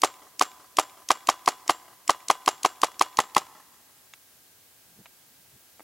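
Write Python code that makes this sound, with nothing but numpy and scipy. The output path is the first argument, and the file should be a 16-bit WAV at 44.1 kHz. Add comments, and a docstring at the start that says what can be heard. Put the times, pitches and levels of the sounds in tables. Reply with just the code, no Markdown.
"""Fifteen shots of a compressed-air paintball gun, close and slightly overloaded, echo off a wooded bank.
Each shot: sear click, swelling leak, fluttering jet that rings the barrel, bolt slam; the metal rings on.
Gas pressure sags shot by shot; balls tick in the hopper; the last two shots sound hollow.
Then the lowered gun gives small knocks, and clothing bumps softly, over air, hiss and a faint whine.
Sources are damped sine modes and coloured noise bursts; echoes are a convolution."""
import sys
import numpy as np
from scipy import signal
from scipy.fft import rfft, irfft
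from scipy.io import wavfile

SR = 44100
rng = np.random.default_rng(int(sys.argv[2]) if len(sys.argv) > 2 else 0)


def dump(signal):
    """Clip the signal to [-1, 1] and save it as 16-bit WAV at the path in sys.argv[1]."""
    limited = np.clip(np.atleast_2d(signal).T, -1, 1)
    pcm = np.round(limited * 32767).astype(np.int16)
    wavfile.write(sys.argv[1], SR, pcm)


N = 257103
T = np.arange(N) / SR
RING = T[:SR]  # 1 s

# shots: start_s, sear_db, spring_ping_db, hollow (0 to 1)
SHOTS = [(.0350, -3.5, 1.5, 0.038), (0.4113, -2, 3, 0), (0.7861, -2.5, 0, 0.089),
         (1.1047, -5, -0.5, 0.0047), (1.2884, -6.5, -13, 0), (1.4765, -7, -4, 0.038),
         (1.6950, -7, 2, 0.0033), (2.0948, -5.5, -11.5, 0.04), (2.3005, -5.5, -7.5, 0.021),
         (2.4774, -5.5, 1.5, 0.033), (2.6486, -5.5, -0.5, 0), (2.8334, -4.5, -8.5, 0.011),
         (3.0114, -6, -12.5, 0), (3.1881, -7, -1, 0.94), (3.3654, -7, -4.5, 0.96)]
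# barrel air column, full shot: pitch_hz, level_db, t60_s
BARREL = [(385.2, -22, 0.052), (573.7, -39, .04), (747.3, -11.5, 0.045), (1957, -19.5, 0.017),
          (3132, -16.5, 0.019)]
# barrel air column, hollow shot: pitch_hz, level_db, t60_s
HOLLOW = [(185.6, -9.5, 0.025), (789, -23.5, 0.087), (977, -15, .04), (2038, -21, 0.0518)]
# breech air knocked by the returning bolt: pitch_hz, level_db, t60_s
BREECH = [(412, -35.5, .035), (639.7, -22.5, 0.03), (859.7, -14, 0.019), (1220, -30, 0.087)]
# ringing metal of the gun: pitch_hz, mean_level_db, t60_s
METAL = [(1012, -47.5, .95), (1325, -43, .15), (2864, -46, .22), (3381, -54, .5), (5582, -54, .27)]
# high ping of the spring: pitch_hz, level_db, t60_s
PING = [(7381, -45.5, .3)]
# plastic hopper and stock: pitch_hz, level_db, t60_s
HOPPER = [(336.3, -20, .15), (556, -47.5, 0.0276), (748.5, -25, 0.035), (953, -6.5, .025),
          (1364, -7.5, 0.016), (1710, -11.5, 0.018), (2080, -10.5, 0.028), (2340, 1.5, 0.016),
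          (2852, -2.5, 0.02), (3665, 1.5, 0.009), (5400, -5, 0.016), (6810, 2.5, .01)]
# noise colour of the sear and of the bolt ticks: frequency_hz, relative_db
SEAR_COLOUR = [(100, -9.5), (270, -18.5), (500, -11), (1000, -12), (1500, -18), (2200, -4.5), (2800, -9),
               (3800, -2), (7200, 3.5), (8500, -4.5), (11000, -7), (15000, -23.5)]
# noise colour of the gas rush: frequency_hz, relative_db
GAS_COLOUR = [(40, 3.5), (200, 1), (500, 4.5), (1100, 3), (1500, -1), (2000, 3), (3200, -1), (5000, -3),
              (7000, -8.5), (10000, -10), (12500, -16), (15000, -21.5)]
# noise colour of the bolt slam: frequency_hz, relative_db
BOLT_COLOUR = [(60, -13), (220, -9.5), (380, 3.5), (850, 7.5), (1400, -2), (2500, 5), (4500, 0.5),
               (7000, 7), (8300, -4), (10000, 0), (15000, -28)]
# noise colour of the spring chatter: frequency_hz, relative_db
CHATTER_COLOUR = [(60, 0), (350, -2.5), (1100, 5.5), (1600, 2.5), (2600, -2.5), (3300, 0), (4200, -2.5),
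                  (5600, -6), (7300, -2.5), (8500, -10), (15000, -19.5)]
# narrow barrel radiates little bass: frequency_hz, relative_db
RADIATION = [(40, -16.5), (90, -12.5), (210, -10.5), (300, 2.5), (16000, 2)]
# echoes from the ground and the bank: delay_s, level_db
ECHOES = [(0.022, -40), (0.051, -35), (0.066, -41.5)]
# noise colour of the scatter from many trees: frequency_hz, relative_db
WOODS_COLOUR = [(50, -5.5), (300, 0.5), (700, -3), (1150, -5.5), (1700, 4), (2400, -4), (6000, -0.5),
                (14000, 6)]
# knocks of the lowered gun: start_s, level_db, contact_hz (low-pass), lowest_hz (high-pass),
# rebound_s (after the start), rebound_db (re first knock)
KNOCKS = [(4.1369, -39.5, 7160, 900, 0.0029, -14), (5.0577, -41.5, 3200, 500, .006, -6),
          (5.7958, -37.5, 1090, 270, .009, 0)]
# soft bumps of clothing: peak_s, level_db, centre_hz, sigma_s
BUMPS = [(4.93, -65, 160, .05), (5.0, -53.5, 190, 0.015), (5.45, -69.5, 140, 0.091),
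         (5.55, -55, 124, 0.011)]
# noise colour of still air and hiss: frequency_hz, relative_db
AIR_COLOUR = [(15, -44.5), (25, -28), (48, -9), (114, -2.5), (206, -5), (229, -3), (427, -6), (677, -6),
              (818, -5.5), (1040, -8.5), (1560, -8), (2110, -9), (16000, -7)]
# whine of the electronics: pitch_hz, rms_db
WHINE = [(1601, -78.5), (11539, -73.5), (15735, -80)]

FRAME = rng.standard_normal(SR // 4)  # response shared by all blows on the frame

# pressure sag per shot: lower flutter, softer bolt
FLUTTER_HZ, FLUTTER_SAG_HZ_PER_SHOT = 1086.6, 1.6
BOLT_DB, BOLT_SAG_DB_PER_SHOT = -0.17, .27
BLAST_DB, BOLT_RETURN_S = -1.05, .011
# changes on a fully hollow shot: louder blast, lower flutter, later and slightly louder bolt
HOLLOW_DB, HOLLOW_DROP_HZ, HOLLOW_LATE_S, HOLLOW_BOLT_DB = 1.4, 35, 0.0037, 1
# trunk echoes: delay range, level at the near end
TRUNK_NEAR_S, TRUNK_FAR_S, TRUNK_DB = 0.13, 0.22, -50.5
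# balls settling after each shot: mean and spread of delay and level, low-pass
SETTLE_S, SETTLE_SCATTER_S, SETTLE_DB, SETTLE_SCATTER_DB, SETTLE_HZ = .106, .005, -51.5, 2.5, 7500
AIR_DB, TOP_HZ = -57, 16000


def gun(sear_lead_s=.0159, hollow_metal_db=-4, jitter_s=.0003):
    """Each shot cycles sear, blast and bolt; each blow excites the metal modes at slightly new levels."""
    out = np.zeros(N)
    lead_s = .03  # room for the swells before firing
    t = T[:SR // 4] - lead_s
    for fired, (start_s, sear_db, ping_db, hollow) in enumerate(SHOTS):
        hollow = np.clip(hollow, 0, 1)
        flutter_hz = FLUTTER_HZ - FLUTTER_SAG_HZ_PER_SHOT * fired - HOLLOW_DROP_HZ * hollow
        bolt_db = BOLT_DB - BOLT_SAG_DB_PER_SHOT * fired + HOLLOW_BOLT_DB * hollow
        bolt_s = BOLT_RETURN_S + HOLLOW_LATE_S * hollow + jitter_s * rng.standard_normal()

        shot = undb(BLAST_DB + HOLLOW_DB * hollow) * blast(t, flutter_hz, hollow)
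        shot += undb(sear_db) * sear(t + sear_lead_s)
        shot += undb(bolt_db) * bolt(t - bolt_s)
        add(out, start_s - lead_s, shot)

        struck = [(hz, db + rng.standard_normal(), t60_s) for hz, db, t60_s in METAL]
        metal = undb(hollow * hollow_metal_db) * ring(RING, struck)
        add(out, start_s + bolt_s, metal + undb(ping_db) * ring(RING, PING))
    return out


def blast(t, flutter_hz, hollow, open_s=0.003695, hollow_open_s=0.0025, jet_db=-4,
          puff_s=.0042, puff_db=-8, gas_db=-21, leak_db=-25, shut_db=-19):
    """The open valve's fluttering jet rings the barrel; a hollow shot opens shorter and puffs again."""
    length_s = open_s + hollow * (hollow_open_s - open_s)
    jet = undb(jet_db) * np.sin(2 * np.pi * flutter_hz * t) * gate(t, length_s)
    puff = undb(puff_db) * np.sin(2 * np.pi * 1000 * (t - puff_s)) * gate(t - puff_s, .0022)
    detune = 1 + 0.016 * rng.standard_normal()
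    full_barrel = ring(t, BARREL, detune)
    hollow_barrel = ring(t, HOLLOW, detune) - puff
    barrel = (1 - hollow) * full_barrel + hollow * hollow_barrel

    leak = undb(leak_db) * burst(t, 0.015, .065)  # past the moving bolt
    flow = undb(gas_db) * gate(t, length_s)
    spit = undb(shut_db) * burst(t - length_s, 0.0024, 0.0063)  # as the valve shuts
    return (leak + flow + spit) * noise(GAS_COLOUR, len(t)) - jet - barrel


def sear(t, tick_db=-18, slide_db=-27, rough_db=3):
    """The trigger frees the hammer: a bright tick, and an uneven scrape as it slides forward."""
    tick = undb(tick_db) * burst(t, 0.002936, 0.01) * clack(SEAR_COLOUR, len(t))
    slide = undb(slide_db + rough_db * flicker(len(t), 1000)) * burst(t, 0.0081, 0.02)
    return tick + slide * clack(SEAR_COLOUR, len(t))


def bolt(t, slam_db=-19, tick_db=-21, chatter_db=-35, rattle_db=4, bounce_s=0.01, bounce_db=-37):
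    """The bolt slams back with a tick, rings the breech air and bounces once; the spring chatters on."""
    slam = undb(slam_db) * burst(t, 0.014, 0.028) * clack(BOLT_COLOUR, len(t))
    breech = ring(t, BREECH, 1 + 0.01592 * rng.standard_normal())
    tick = undb(tick_db) * burst(t, 0.002, .008)
    bounce = undb(bounce_db) * burst(t - bounce_s, 0.0082, 0.01978)
    rattle = undb(chatter_db + rattle_db * flicker(len(t))) * burst(t, .01, 0.19)
    chatter = rattle * noise(CHATTER_COLOUR, len(t))
    return slam + breech + (tick + bounce) * clack(SEAR_COLOUR, len(t)) + chatter


def clack(points, size):
    """Dense response of the frame: partly alike from blow to blow, partly new."""
    return colour(FRAME + np.sqrt(2) * rng.standard_normal(size), points) / np.sqrt(3)


def woods(x, scatter_db=-63, t60_s=1.85, patchy_db=6, smear_db=-19, dull_hz=2500):
    """Distinct dull echoes, smeared by rough ground, over 1 s of patchy scatter from many trees."""
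    patches = undb(scatter_db + patchy_db * flicker(SR, 200))
    scatter = patches * noise(WOODS_COLOUR, SR) * fade(RING, t60_s) * np.clip(RING / 0.04, 0, 1)
    slaps = np.zeros(SR)
    for delay_s, db in ECHOES + trunks():
        slaps += undb(db + smear_db) * fade(RING - delay_s, .009) * rng.standard_normal(SR)
        slaps[int(delay_s * SR)] += undb(db)
    return signal.fftconvolve(x, scatter + filtered(slaps, dull_hz, "low"))[:N]


def trunks(count=10):
    """Echoes (delay_s, level_db) of trunks scattered in depth, weaker the further they stand."""
    depth = (np.arange(count) + rng.random(count)) / count
    delays_s = TRUNK_NEAR_S + (TRUNK_FAR_S - TRUNK_NEAR_S) * depth
    return [(delay_s, TRUNK_DB - 20 * np.log10(delay_s / TRUNK_NEAR_S)) for delay_s in delays_s]


def settling():
    """Balls settle after each shot: one small tick of the hopper modes."""
    out = np.zeros(N)
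    for shot, (late, strong) in zip(SHOTS, rng.standard_normal((len(SHOTS), 2))):
        tick_s = shot[0] + SETTLE_S + SETTLE_SCATTER_S * late
        tick_db = SETTLE_DB + SETTLE_SCATTER_DB * strong
        add(out, tick_s, undb(tick_db) * knock(SETTLE_HZ))
    return out


def handling():
    """The lowered gun knocks, each knock rebounding once; clothing bumps are swells of low noise."""
    out = np.zeros(N)
    for start_s, db, contact_hz, lowest_hz, rebound_s, rebound_db in KNOCKS:
        add(out, start_s, undb(db) * knock(contact_hz, lowest_hz))
        add(out, start_s + rebound_s, undb(db + rebound_db) * knock(contact_hz, lowest_hz))
    for peak_s, db, hz, sigma_s in BUMPS:
        cloth = noise([(hz / 4, -18), (hz, 0), (hz * 2, -12), (hz * 20, -50)], SR)
        swell = np.exp(-.5 * ((RING - .5) / sigma_s) ** 2)
        add(out, peak_s - .5, undb(db) * swell * cloth)
    return out


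def knock(contact_hz, lowest_hz=800, scuff_db=-2):
    """A knock rings hopper and stock: duller for a soft contact, thinner for a light one."""
    t = T[:SR // 8]
    modes = ring(t, HOPPER, 1 + 0.034 * rng.standard_normal())
    scuff = undb(scuff_db) * fade(t, .018) * rng.standard_normal(len(t))
    return filtered(filtered(modes + scuff, contact_hz, "low"), lowest_hz, "high", order=4)


def background(side_db=-61.0):
    """Still air and microphone hiss with steady sine whines; much of the hiss differs between channels."""
    whine = sum(undb(db) * np.sqrt(2) * np.sin(2 * np.pi * hz * T) for hz, db in WHINE)
    mid = undb(AIR_DB) * noise(AIR_COLOUR, N) + whine
    side_colour = [(20, -14), (60, -1.5), (200, 0.5), (1300, -1.5), (3000, 1.0), (8000, 1.0), (15000, -0.5)]
    side = undb(side_db) * noise(side_colour, N)
    return np.array([mid + side, mid - side])


def undb(db):
    """Decibels to gain."""
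    return 10 ** (np.asarray(db) / 20)


def fade(t, t60_s):
    """Exponential decay from t = 0, silent before."""
    return (t >= 0) * np.exp(-np.log(1000) * np.abs(t) / t60_s)


def burst(t, rise_s, t60_s):
    """Exponential swell over the last 60 dB in rise_s up to t = 0, then a decay."""
    return np.where(t < 0, fade(-t, rise_s), fade(t, t60_s))


def gate(t, length_s, edge_s=0.001):
    """A valve that opens from t = 0 and shuts around length_s, with linear edges."""
    opening = np.clip(t / edge_s, 0, 1)
    return opening * np.clip((length_s - t) / edge_s + .5, 0, 1)


def ring(t, modes, detune=1):
    """Damped modes struck at t = 0."""
    return sum(undb(db) * np.sin(2 * np.pi * hz * detune * t) * fade(t, t60_s) for hz, db, t60_s in modes)


def colour(x, points):
    """Shape the spectrum by (Hz, dB) points on log frequency, keeping the power of white noise."""
    hz, db = np.transpose(points)
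    bins_hz = np.fft.rfftfreq(len(x), 1 / SR)
    gain = undb(np.interp(np.log(bins_hz + 1), np.log(hz), db))
    return irfft(rfft(x) * gain / np.sqrt(np.mean(gain ** 2)), len(x))


def noise(points, size):
    """Coloured noise of unit power."""
    return colour(rng.standard_normal(size), points)


def flicker(size, rate_hz=400):
    """Random levels joined by straight lines."""
    return np.interp(T[:size] * rate_hz, np.arange(size), rng.standard_normal(size))


def filtered(x, hz, kind, order=2):
    """Butterworth low-pass or high-pass."""
    return signal.sosfilt(signal.butter(order, min(hz, .45 * SR), kind, fs=SR, output="sos"), x)


def add(track, start_s, x):
    """Mix x into the track from start_s, trimmed to the track."""
    start = int(round(start_s * SR))
    x, start = x[max(-start, 0):], max(start, 0)
    track[start:start + len(x)] += x[:N - start]


def scene(width_db=-21, woods_width_db=-18):
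    """Gun and handling in the centre, treble and echoes slightly spread, over the background."""
    shots = colour(gun(), RADIATION)
    # shot treble, delayed 1 ms, differs between the channels
    treble = np.roll(filtered(shots, 5000, "high", order=4), SR // 1000)
    side = undb(width_db) * treble + undb(woods_width_db) * woods(shots)
    mid = shots + woods(shots) + settling() + handling()
    return mid + np.array([side, -side]) + background()


def record(dry, ceiling=0.93):
    """The microphone rounds the blast peaks; a steep low-pass cuts the top."""
    rounded = ceiling * np.tanh(dry / ceiling)
    return signal.sosfilt(signal.ellip(10, .2, 70, TOP_HZ, fs=SR, output="sos"), rounded)


dry = scene()
out = record(dry)
dump(out)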